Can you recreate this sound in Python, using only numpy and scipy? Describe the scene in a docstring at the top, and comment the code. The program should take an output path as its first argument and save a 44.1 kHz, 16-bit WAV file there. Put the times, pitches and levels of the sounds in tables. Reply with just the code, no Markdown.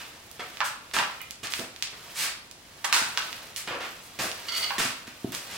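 """In a workshop a folded steel stand is swung round and tipped back on its wheels.
Loose joints clack as short filtered pulses that ring decaying frame modes; rattles are showers of grains.
Wheels crunch and boots scuff on cardboard as coloured friction noise; slips through a resonance squeak.
Thuds sum low floor modes; each contact is convolved with the hard room, over steady coloured air noise."""
import sys
import numpy as np
from scipy import signal
from scipy.fft import rfft, irfft, next_fast_len
from scipy.io import wavfile

SR = 44100
rng = np.random.default_rng(int(sys.argv[2]) if len(sys.argv) > 2 else 0)


def transcribe(signal):
    """Save signal, clipped to [-1, 1], as a 16-bit WAV file at the path in sys.argv[1]."""
    frames = np.atleast_2d(signal).T
    limited = np.clip(frames, -1, 1)
    pcm = np.round(limited * 32767).astype(np.int16)
    wavfile.write(sys.argv[1], SR, pcm)


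N = 245844
TIME = np.arange(N) / SR


def from_db(db):
    """Logarithmic level: decibels to amplitude gain."""
    return 10 ** (np.asarray(db) / 20)


def rms_one(x):
    """Normalisation: scale to unit rms."""
    return x / np.sqrt(np.mean(x ** 2) + 1e-20)


def at_hz(points, hz):
    """Interpolation of a table on a logarithmic frequency axis."""
    known, values = np.transpose(points)
    return np.interp(np.log(np.maximum(hz, 1)), np.log(known), values)


def colour(x, spectrum, tilt=0, share=1):
    """Spectral shaping: apply a share of a dB spectrum, tilted in dB per octave about 1 kHz."""
    size = next_fast_len(x.shape[-1])
    hz = np.maximum(np.arange(size // 2 + 1) * SR / size, 20)
    gain = from_db(share * at_hz(spectrum, hz) + tilt * np.log2(hz / 1000))
    return irfft(rfft(x, size) * gain, size)[..., :x.shape[-1]]


def passband(x, hz, kind, order=2):
    """Band limitation by a causal Butterworth filter."""
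    sections = signal.butter(order, np.clip(hz, 10, .47 * SR), kind, fs=SR, output="sos")
    return signal.sosfilt(sections, x)


def resonance(x, hz, width_hz):
    """Resonance: one damped pole pair with unit gain at its top."""
    r = np.exp(-np.pi * width_hz / SR)
    numerator = (1 - r * r) / 2 * np.array([1, 0, -1])
    return signal.lfilter(numerator, [1, -2 * r * np.cos(2 * np.pi * hz / SR), r * r], x)


def add(track, s, sound):
    """Superposition: mix a sound in from time s."""
    start = max(round(s * SR), 0)
    track[start:start + len(sound)] += sound[:max(N - start, 0)]


def mixed(sounds):
    """Superposition of (start_s, sound) pairs on one track."""
    out = np.zeros(N)
    for s, sound in sounds:
        add(out, s, sound)
    return out


def grains(size, per_s, spread_db, hiss):
    """Friction as a random shower of tiny slips of uneven size over a smooth hiss."""
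    sizes = from_db(spread_db * np.minimum(rng.exponential(1, size), 4))
    signed = sizes * rng.choice([-1, 1], size)
    slips = signed * (rng.random(size) < per_s / SR)
    return rms_one(slips) + hiss * rng.standard_normal(size)


def stroke(rise, length, fade):
    """Contact pressure: builds, holds until the length (s) is over and decays exponentially."""
    t = TIME[:SR * 2 // 3]
    return np.minimum(t / max(rise, 1e-4), 1) * np.exp(-np.maximum(t - length, 0) / fade)


def rub(pressure, db, tilt, spectrum, per_s, spread_db, hiss):
    """Friction noise: a coloured shower of slips, modulated by the contact pressure."""
    slips = grains(len(pressure), per_s, spread_db, hiss)
    return from_db(db) * pressure * rms_one(colour(slips, spectrum, tilt))


def struck(modes, scatter_db, signs, detune):
    """Modal synthesis: decaying sines whose strength and pitch vary with the place of the blow."""
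    t = TIME[:SR // 2]
    chance = rng.standard_normal((len(modes), 2))
    total = np.zeros(len(t))
    for (hz, db, t60), sign, (level_chance, pitch_chance) in zip(modes, signs, chance):
        decay = from_db(db + scatter_db * level_chance - 60 * t / t60)
        total += sign * decay * np.sin(2 * np.pi * hz * (1 + detune * pitch_chance) * t)
    return total


# Stereo width of diffuse sound: pitch_hz, side_minus_mid_db
DIFFUSE_WIDTH = [(100, -14), (250, -10.5), (500, -10), (1000, -2.5), (7000, 3)]


def diffuse(size):
    """Diffuse-field coherence: stereo noise, alike in the bass and unrelated in the treble."""
    mid, side = rng.standard_normal((2, size))
    power = [(hz, 10 * np.log10(1 + from_db(db) ** 2)) for hz, db in DIFFUSE_WIDTH]
    pair = mid + colour(side, DIFFUSE_WIDTH) * [[1], [-1]]
    return colour(pair, power, share=-0.95)  # nearly undoes the power that the side adds


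# Spectrum of the room air: pitch_hz, relative_db
AIR_SPECTRUM = [(25, -4), (80, 5.5), (1000, -3), (4000, -7.5), (10000, -11), (16000, -39)]
AIR_DB = -52.5  # rms level


def air():
    """Stationary noise: the steady room air is a coloured diffuse field."""
    return from_db(AIR_DB) * rms_one(colour(diffuse(N), AIR_SPECTRUM))


# Colour of the reverberant tail: pitch_hz, relative_db
TAIL_COLOUR = [(80, -8), (1000, 0.5), (4000, -1.5), (16000, 0)]
# Reverberation time: pitch_hz, t60_s
REVERBERATION = [(100, 0.38), (1200, 0.53), (4000, 0.48), (13000, 0.13)]
# Reflections from floor and walls: delay_s, gain_db before the low-pass
REFLECTIONS = [(.0082, -20), (0.0159, -17.5), (.0480, -11.5)]


def workshop(build_s=0.00073):
    """Room impulse response: discrete reflections and a tail with frequency-dependent decay."""
    t = TIME[:SR * 3 // 4]
    noise, tail = diffuse(len(t)), 0
    edges = np.geomspace(40, 20000, 10)
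    for low, high in zip(edges, edges[1:]):
        decay = from_db(-60 * t / at_hz(REVERBERATION, np.sqrt(low * high)))
        tail = tail + passband(noise, [low, high], "band", order=3) * decay
    tail = colour(tail, TAIL_COLOUR) * (1 - np.exp(-t / build_s))
    tail /= np.sqrt(np.sum(tail ** 2) / 2)  # unit energy per channel on average
    for delay, db in REFLECTIONS:
        echo = signal.unit_impulse(len(t), round(delay * SR))
        tail += from_db(db) * passband(echo, 4000, "low", order=1)
    return tail


def placed(x, rooms, wet_db, right_db, lead_s, spots_per_s):
    """Localisation by level and arrival time: the right leads; moving contacts crossfade room responses."""
    left = np.interp(TIME - lead_s, TIME, x)
    direct = np.array([left, x]) * from_db([[-right_db / 2], [right_db / 2]])
    wet = 0
    for k, room in enumerate(rooms):
        # at zero spots per second only one response is heard
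        share = np.maximum(1 - np.abs((TIME * spots_per_s + k) % len(rooms) - 1), 0)
        wet = wet + signal.oaconvolve((x * np.sqrt(share))[None], room, axes=1)[:, :N]
    return direct + from_db(wet_db) * wet


# Modes of the covered floor: pitch_hz, relative_db before filtering, t60_s
FLOOR = [(126.5, -13.5, 0.19), (258, -4.5, 0.11), (289, 1.5, 0.039), (379, -3.5, .06), (660, 5, 0.016)]
THUD_SOFT_HZ = 383  # low-pass of the soft contact


def thud(db, lowest_hz=109.0):
    """Modal excitation: a soft, heavy contact wakes only the low modes of the covered floor."""
    boom = struck(FLOOR, scatter_db=4.0, signs=np.ones(len(FLOOR)), detune=0.02)
    boom = passband(passband(boom, THUD_SOFT_HZ, "low"), lowest_hz, "high")
    return from_db(db) * boom / np.abs(boom).max()


# Other weight landing on the floor: start_s, peak_db
LANDINGS = [(3.018, -33), (5.078, -36), (5.245, -17)]
HEEL_THUD_DB = -6.5  # relative to the heel's slap level


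def thuds():
    """Impact loading: a step loads the floor at the heel and when the sole lies flat; landings thud once."""
    heels = [(s, heel_db + HEEL_THUD_DB) for s, heel_db, *_ in BOOT_STEPS]
    soles = [(s + flat_s, weight_db) for s, _, flat_s, _, _, weight_db in BOOT_STEPS]
    return mixed((s, thud(db)) for s, db in [*heels, *soles, *LANDINGS])


# Spectrum of rubber on cardboard: pitch_hz, relative_db
SOLE_SPECTRUM = [(88, -29), (150, -14), (612, -14.5), (1080, -7.5), (1260, -6), (1940, -3), (8560, -4.5),
                 (16000, -18.5)]


def boot(pressure, db, tilt):
    """Sliding friction: rubber rubs on cardboard in dense, nearly even slips."""
    return rub(pressure, db, tilt, SOLE_SPECTRUM, per_s=4000, spread_db=0.5, hiss=0.8)


# Soles sliding and pivoting on the cardboard: start_s, length_s, level_db, tilt_db_per_octave
SOLE_SLIDES = [(0.637, 0.024, -37, 0.5), (2.141, 0.11, -31, 0), (3.558, 0.019, -36, 1.5),
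               (4.000, 0.068, -54.5, 5), (4.557, 0.026, -36, 1.5), (5.469, 0.13, -41.5, -3)]
SCUFF_SWELL, SCUFF_FADE_S = 0.47, 0.036  # a slide builds over this share of its length


def scuffs():
    """Pressure-modulated friction: a sliding sole swells and dies away."""
    return mixed((s, boot(stroke(SCUFF_SWELL * length, length, SCUFF_FADE_S), db, tilt))
                 for s, length, db, tilt in SOLE_SLIDES)


# Boot steps, heel first: start_s, heel_level_db, time_until_flat_s, sole_level_db,
# sole_tilt_db_per_octave, weight_peak_db
BOOT_STEPS = [(0.935, -29.5, 0.053, -34, -2.5, -36), (1.430, -35.5, 0.17, -42.5, 3, -32),
              (4.188, -31, 0.066, -36.5, 1, -33), (4.782, -26.5, 0.07, -33, -1, -27),
              (5.321, -39.5, 0.048, -42, 2.5, -50)]
HEEL_RISE_S, HEEL_S, HEEL_FADE_S = 0.0022, 0.025, 0.017  # rubber gives a little as it lands
HEEL_TILT_DB = -3  # per octave
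SOLE_JOINS = 0.4  # the sole starts to rub at this share of the time until flat
SOLE_RISE_S, SOLE_FADE_S = 0.0059, 0.046


def steps():
    """Two-stage contact: the heel slaps down, then the sole rubs until it lies flat and fades."""
    out = np.zeros(N)
    for s, heel_db, flat_s, sole_db, tilt, _ in BOOT_STEPS:
        heel_pressure = stroke(HEEL_RISE_S, HEEL_S, HEEL_FADE_S)
        add(out, s, boot(heel_pressure, heel_db, HEEL_TILT_DB))
        sole_pressure = stroke(SOLE_RISE_S, (1 - SOLE_JOINS) * flat_s, SOLE_FADE_S)
        add(out, s + SOLE_JOINS * flat_s, boot(sole_pressure, sole_db, tilt))
    return out


# Heaves that roll and flex the stand: greatest_effort_s, creak_level_db
EFFORTS = [(0.02, -48.5), (0.55, -49), (1.12, -50.5), (2.1, -48), (3.25, -43), (3.9, -49), (4.63, -40.5),
           (5.5, -46)]
# Spectrum of the creaks: pitch_hz, relative_db
CREAK_SPECTRUM = [(47, -50), (80, -16), (575, -5.5), (2840, -5), (4050, -5.5), (4520, -7.5), (5520, -8),
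                  (16000, -17.5)]
SWELL_DB_PER_S, SETTLE_DB_PER_S = 24.5, 33.5


def rolling(grit_db=-8.5):
    """Load-modulated friction: creaks and sparse bright grit swell and settle with each heave."""
    slopes = [db - np.maximum(SWELL_DB_PER_S * (s - TIME), SETTLE_DB_PER_S * (TIME - s)) for s, db in EFFORTS]
    level_db = np.max(slopes, axis=0)  # the strongest heave at each moment
    creaks = rms_one(colour(grains(N, per_s=1500, spread_db=3.0, hiss=0.58), CREAK_SPECTRUM))
    grit = rms_one(passband(grains(N, per_s=78, spread_db=0.5, hiss=0), 7000, "high"))
    return from_db(level_db) * (creaks + from_db(grit_db) * grit)


# Wheels crunching over the sheet: start_s, length_s, level_db, tilt_db_per_octave
WHEEL_CRUNCHES = [(0.000, 0.018, -42.5, 4.5), (0.394, 0.011, -35.5, 1.5), (1.589, 0.0094, -36, -3.5),
                  (1.927, 0.0077, -46, -0.5), (3.674, 0.0096, -33, 2), (3.706, 0.048, -36, -0.5),
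                  (3.802, 0.053, -37.5, 2), (4.191, 0.071, -37.5, -1.5), (5.07, 0.004, -42.5, 5)]
# Spectrum of crushed cardboard: pitch_hz, relative_db
WHEEL_SPECTRUM = [(47, -45), (80, -12.5), (431, -2.5), (1020, -5), (1530, -3.5), (3030, -10), (15000, -39),
                  (16000, -45)]
BITE_S, CRUNCH_FADE_S = 0.0006, 0.023  # crunches and rattles both build over the bite time


def crunches():
    """Crushing noise: a wheel bites into the cardboard and releases a burst of small slips."""
    return mixed((s, rub(stroke(BITE_S, length, CRUNCH_FADE_S), db, tilt, WHEEL_SPECTRUM,
                         per_s=1500, spread_db=2.0, hiss=0.88))
                 for s, length, db, tilt in WHEEL_CRUNCHES)


# Stick-slip squeaks: start_s, length_s, level_db, pitch_hz
STICK_SLIPS = [(1.202, 0.013, -41, 2395), (4.480, 0.01, -33, 4465), (4.516, 0.064, -32.5, 4470),
               (4.62, 0.026, -29, 4480)]
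# Resonances of the rubbing joint: pitch_hz, width_hz, relative_db
JOINT_RESONANCES = [(1363, 78, 8), (2070, 130, 3.5), (2920, 50, 4), (3260, 110, -6.5), (3690, 38, -12),
                    (4050, 35, -23)]
SQUEAK_RISE_S, SQUEAK_FADE_S = 0.0067, 0.015


def squeaks(width_hz=82.0, scrape_db=-11.5, joint_db=0.5):
    """Stick-slip: uneven slips sing on one note, over a dry scrape and the joint's resonances."""
    out = np.zeros(N)
    for s, length, db, hz in STICK_SLIPS:
        pressure = stroke(SQUEAK_RISE_S, length, SQUEAK_FADE_S)
        slips = grains(len(pressure), per_s=600, spread_db=3.5, hiss=0.87)
        note = rms_one(resonance(slips, hz, width_hz))
        scrape = rms_one(resonance(slips, hz, hz / 2))
        joint = rms_one(sum(from_db(peak_db) * resonance(scrape, peak_hz, width)
                            for peak_hz, width, peak_db in JOINT_RESONANCES))
        blend = rms_one(note + from_db(scrape_db) * scrape + from_db(joint_db) * joint)
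        add(out, s, from_db(db) * pressure * blend)
    return out


# Modes of the tubular frame: pitch_hz, relative_db before the contact pulse excites them
FRAME_MODES = [(600, 5.5), (840, 6), (937, -4.5), (1007, 2.5), (1110, 4), (1191, -1.5), (1340, 1.5),
               (1480, 1.5), (1640, -2), (1799, 0.5), (2800, -8), (4765, -25)]
FRAME_T60_S = .09


def contact(db, hz, ring_db, below=0.56, above=1.65, edge_db=-19.0, chatter_db=-8.0, chatter_s=0.0081,
            lowest_hz=674.0):
    """Impact excitation: a contact pulse cracks directly, loose parts chatter and frame modes ring."""
    pulse = passband(signal.unit_impulse(SR // 100), hz * below, "high")
    bright_edge = from_db(edge_db) * (hz / 3000) ** 2 * pulse  # hard contacts keep more of it
    pulse = passband(pulse, hz * above, "low") + bright_edge
    pulse *= from_db(db) / np.abs(pulse).max()
    modes = [(mode_hz, mode_db, FRAME_T60_S) for mode_hz, mode_db in FRAME_MODES]
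    frame = struck(modes, scatter_db=2.5, signs=rng.choice([-1, 1], len(modes)), detune=0.039)
    bounces = grains(len(frame), per_s=640, spread_db=-7.5, hiss=0.093)
    bounces *= np.exp(-TIME[:len(frame)] / chatter_s)
    ring = rms_one(signal.fftconvolve(frame, pulse))
    ring = ring + from_db(chatter_db) * rms_one(signal.fftconvolve(bounces, pulse))
    ring = passband(ring, lowest_hz, "high", order=4)  # thin tubes radiate little bass
    ring *= from_db(ring_db) * np.linalg.norm(pulse) / np.linalg.norm(ring)  # energy relative to the pulse
    return ring + np.pad(pulse, (0, len(ring) - len(pulse)))


# Dry snaps of grit and catches: start_s, pulse_peak_db, contact_pitch_hz
SNAPS = [(0.3144, -23, 8900), (0.5716, -23, 2640), (0.657, -23, 4560), (0.9132, -28, 2100),
         (1.2160, -16, 15000), (1.309, -14.5, 6060), (1.4715, -17, 3820), (1.523, -16, 4000),
         (1.5375, -10, 2780), (1.5957, -18.5, 3160), (1.7626, -25, 3400), (1.825, -4.5, 4320),
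         (2.5132, -22, 5540), (3.3291, -19, 2940), (3.5627, -13, 5000), (4.316, -17, 3530),
         (5.3215, -18, 11100), (5.3496, -11, 5000)]
TICK_RING_DB = -29.5  # they barely wake the frame


def ticks():
    """Weak modal coupling: small hard things snap with hardly any ring."""
    return mixed((s, contact(db, hz, TICK_RING_DB)) for s, db, hz in SNAPS)


# Loose legs chattering against the frame: start_s, length_s, level_db
LEG_RATTLES = [(2.844, 0.0062, -26), (2.926, 0.038, -24), (3.174, 0.014, -39)]
# Spectrum of chattering steel: pitch_hz, relative_db
STEEL_SPECTRUM = [(120, -57), (200, -22), (623, -13), (986, -3), (1160, -12), (1370, -2), (2130, -7.5),
                  (8580, -7), (16000, -23.5)]
RATTLE_FADE = 1.43  # in lengths of the rattle


def rattles():
    """Repeated micro-impacts: loose legs chatter; the longer they are shaken, the slower they settle."""
    return mixed((s, rub(stroke(BITE_S, length, RATTLE_FADE * length), db, 0, STEEL_SPECTRUM,
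                         per_s=1000, spread_db=2.5, hiss=0.4))
                 for s, length, db in LEG_RATTLES)


# Steel knocking in the loose joints: start_s, pulse_peak_db, contact_pitch_hz
JOINT_CLACKS = [(0.6051, -9, 1910), (0.6144, -15, 1570), (0.9656, -8, 2090), (0.9877, -7.5, 2400),
                (0.9963, -14.5, 1470), (2.8430, -20.5, 2240), (2.8494, -13.5, 1975), (2.9270, 3, 4120),
                (2.9277, -7.5, 2300), (3.1745, -5.5, 3030), (4.7064, -15.5, 1600), (4.7826, -14, 2600)]
# The duller the contact, the more it rings the frame
RING_DB, RING_DB_PER_OCTAVE, RING_AT_HZ = 1.5, -11, 1980


def clacks():
    """Impact and modal ringing: steel meets steel in the loose joints and sets the frame ringing."""
    return mixed((s, contact(db, hz, RING_DB + RING_DB_PER_OCTAVE * np.log2(hz / RING_AT_HZ)))
                 for s, db, hz in JOINT_CLACKS)


def scene():
    """Superposition in a room: stand on the right, boots near the middle, over steady air."""
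    rooms = [workshop() for _ in range(5)]
    return (air()
            + placed(thuds(), rooms, wet_db=-3.5, right_db=1.0, lead_s=0, spots_per_s=0)
            + placed(scuffs() + steps(), rooms, wet_db=0.0, right_db=1.5, lead_s=0, spots_per_s=80)
            + placed(rolling() + crunches(), rooms, wet_db=-1.5, right_db=1.5, lead_s=1 / SR, spots_per_s=60)
            + placed(squeaks(), rooms, wet_db=-1.5, right_db=2.5, lead_s=1 / SR, spots_per_s=0)
            + placed(ticks(), rooms, wet_db=-1.5, right_db=7.5, lead_s=2 / SR, spots_per_s=0)
            + placed(rattles() + clacks(), rooms, wet_db=-1.5, right_db=5.0, lead_s=2 / SR, spots_per_s=110))


# Treble lean to the right, shared out by the factors below: pitch_hz, unscaled_lean_db
MICROPHONE_LEAN = [(1000, -0.5), (3000, 1.5), (10000, -1), (14000, 6)]
OVERLOAD, CUTOFF_HZ = 0.8, 16050  # saturation amplitude, top of the band


def record(dry):
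    """Saturation and band limitation: microphones differ in the treble, peaks round, the top is cut."""
    left = colour(dry[0], MICROPHONE_LEAN, share=-0.11)
    right = colour(dry[1], MICROPHONE_LEAN, share=0.71)
    rounded = OVERLOAD * np.tanh(np.array([left, right]) / OVERLOAD)
    return signal.sosfilt(signal.ellip(10, .2, 70, CUTOFF_HZ, fs=SR, output="sos"), rounded)


dry = scene()
out = record(dry)
transcribe(out)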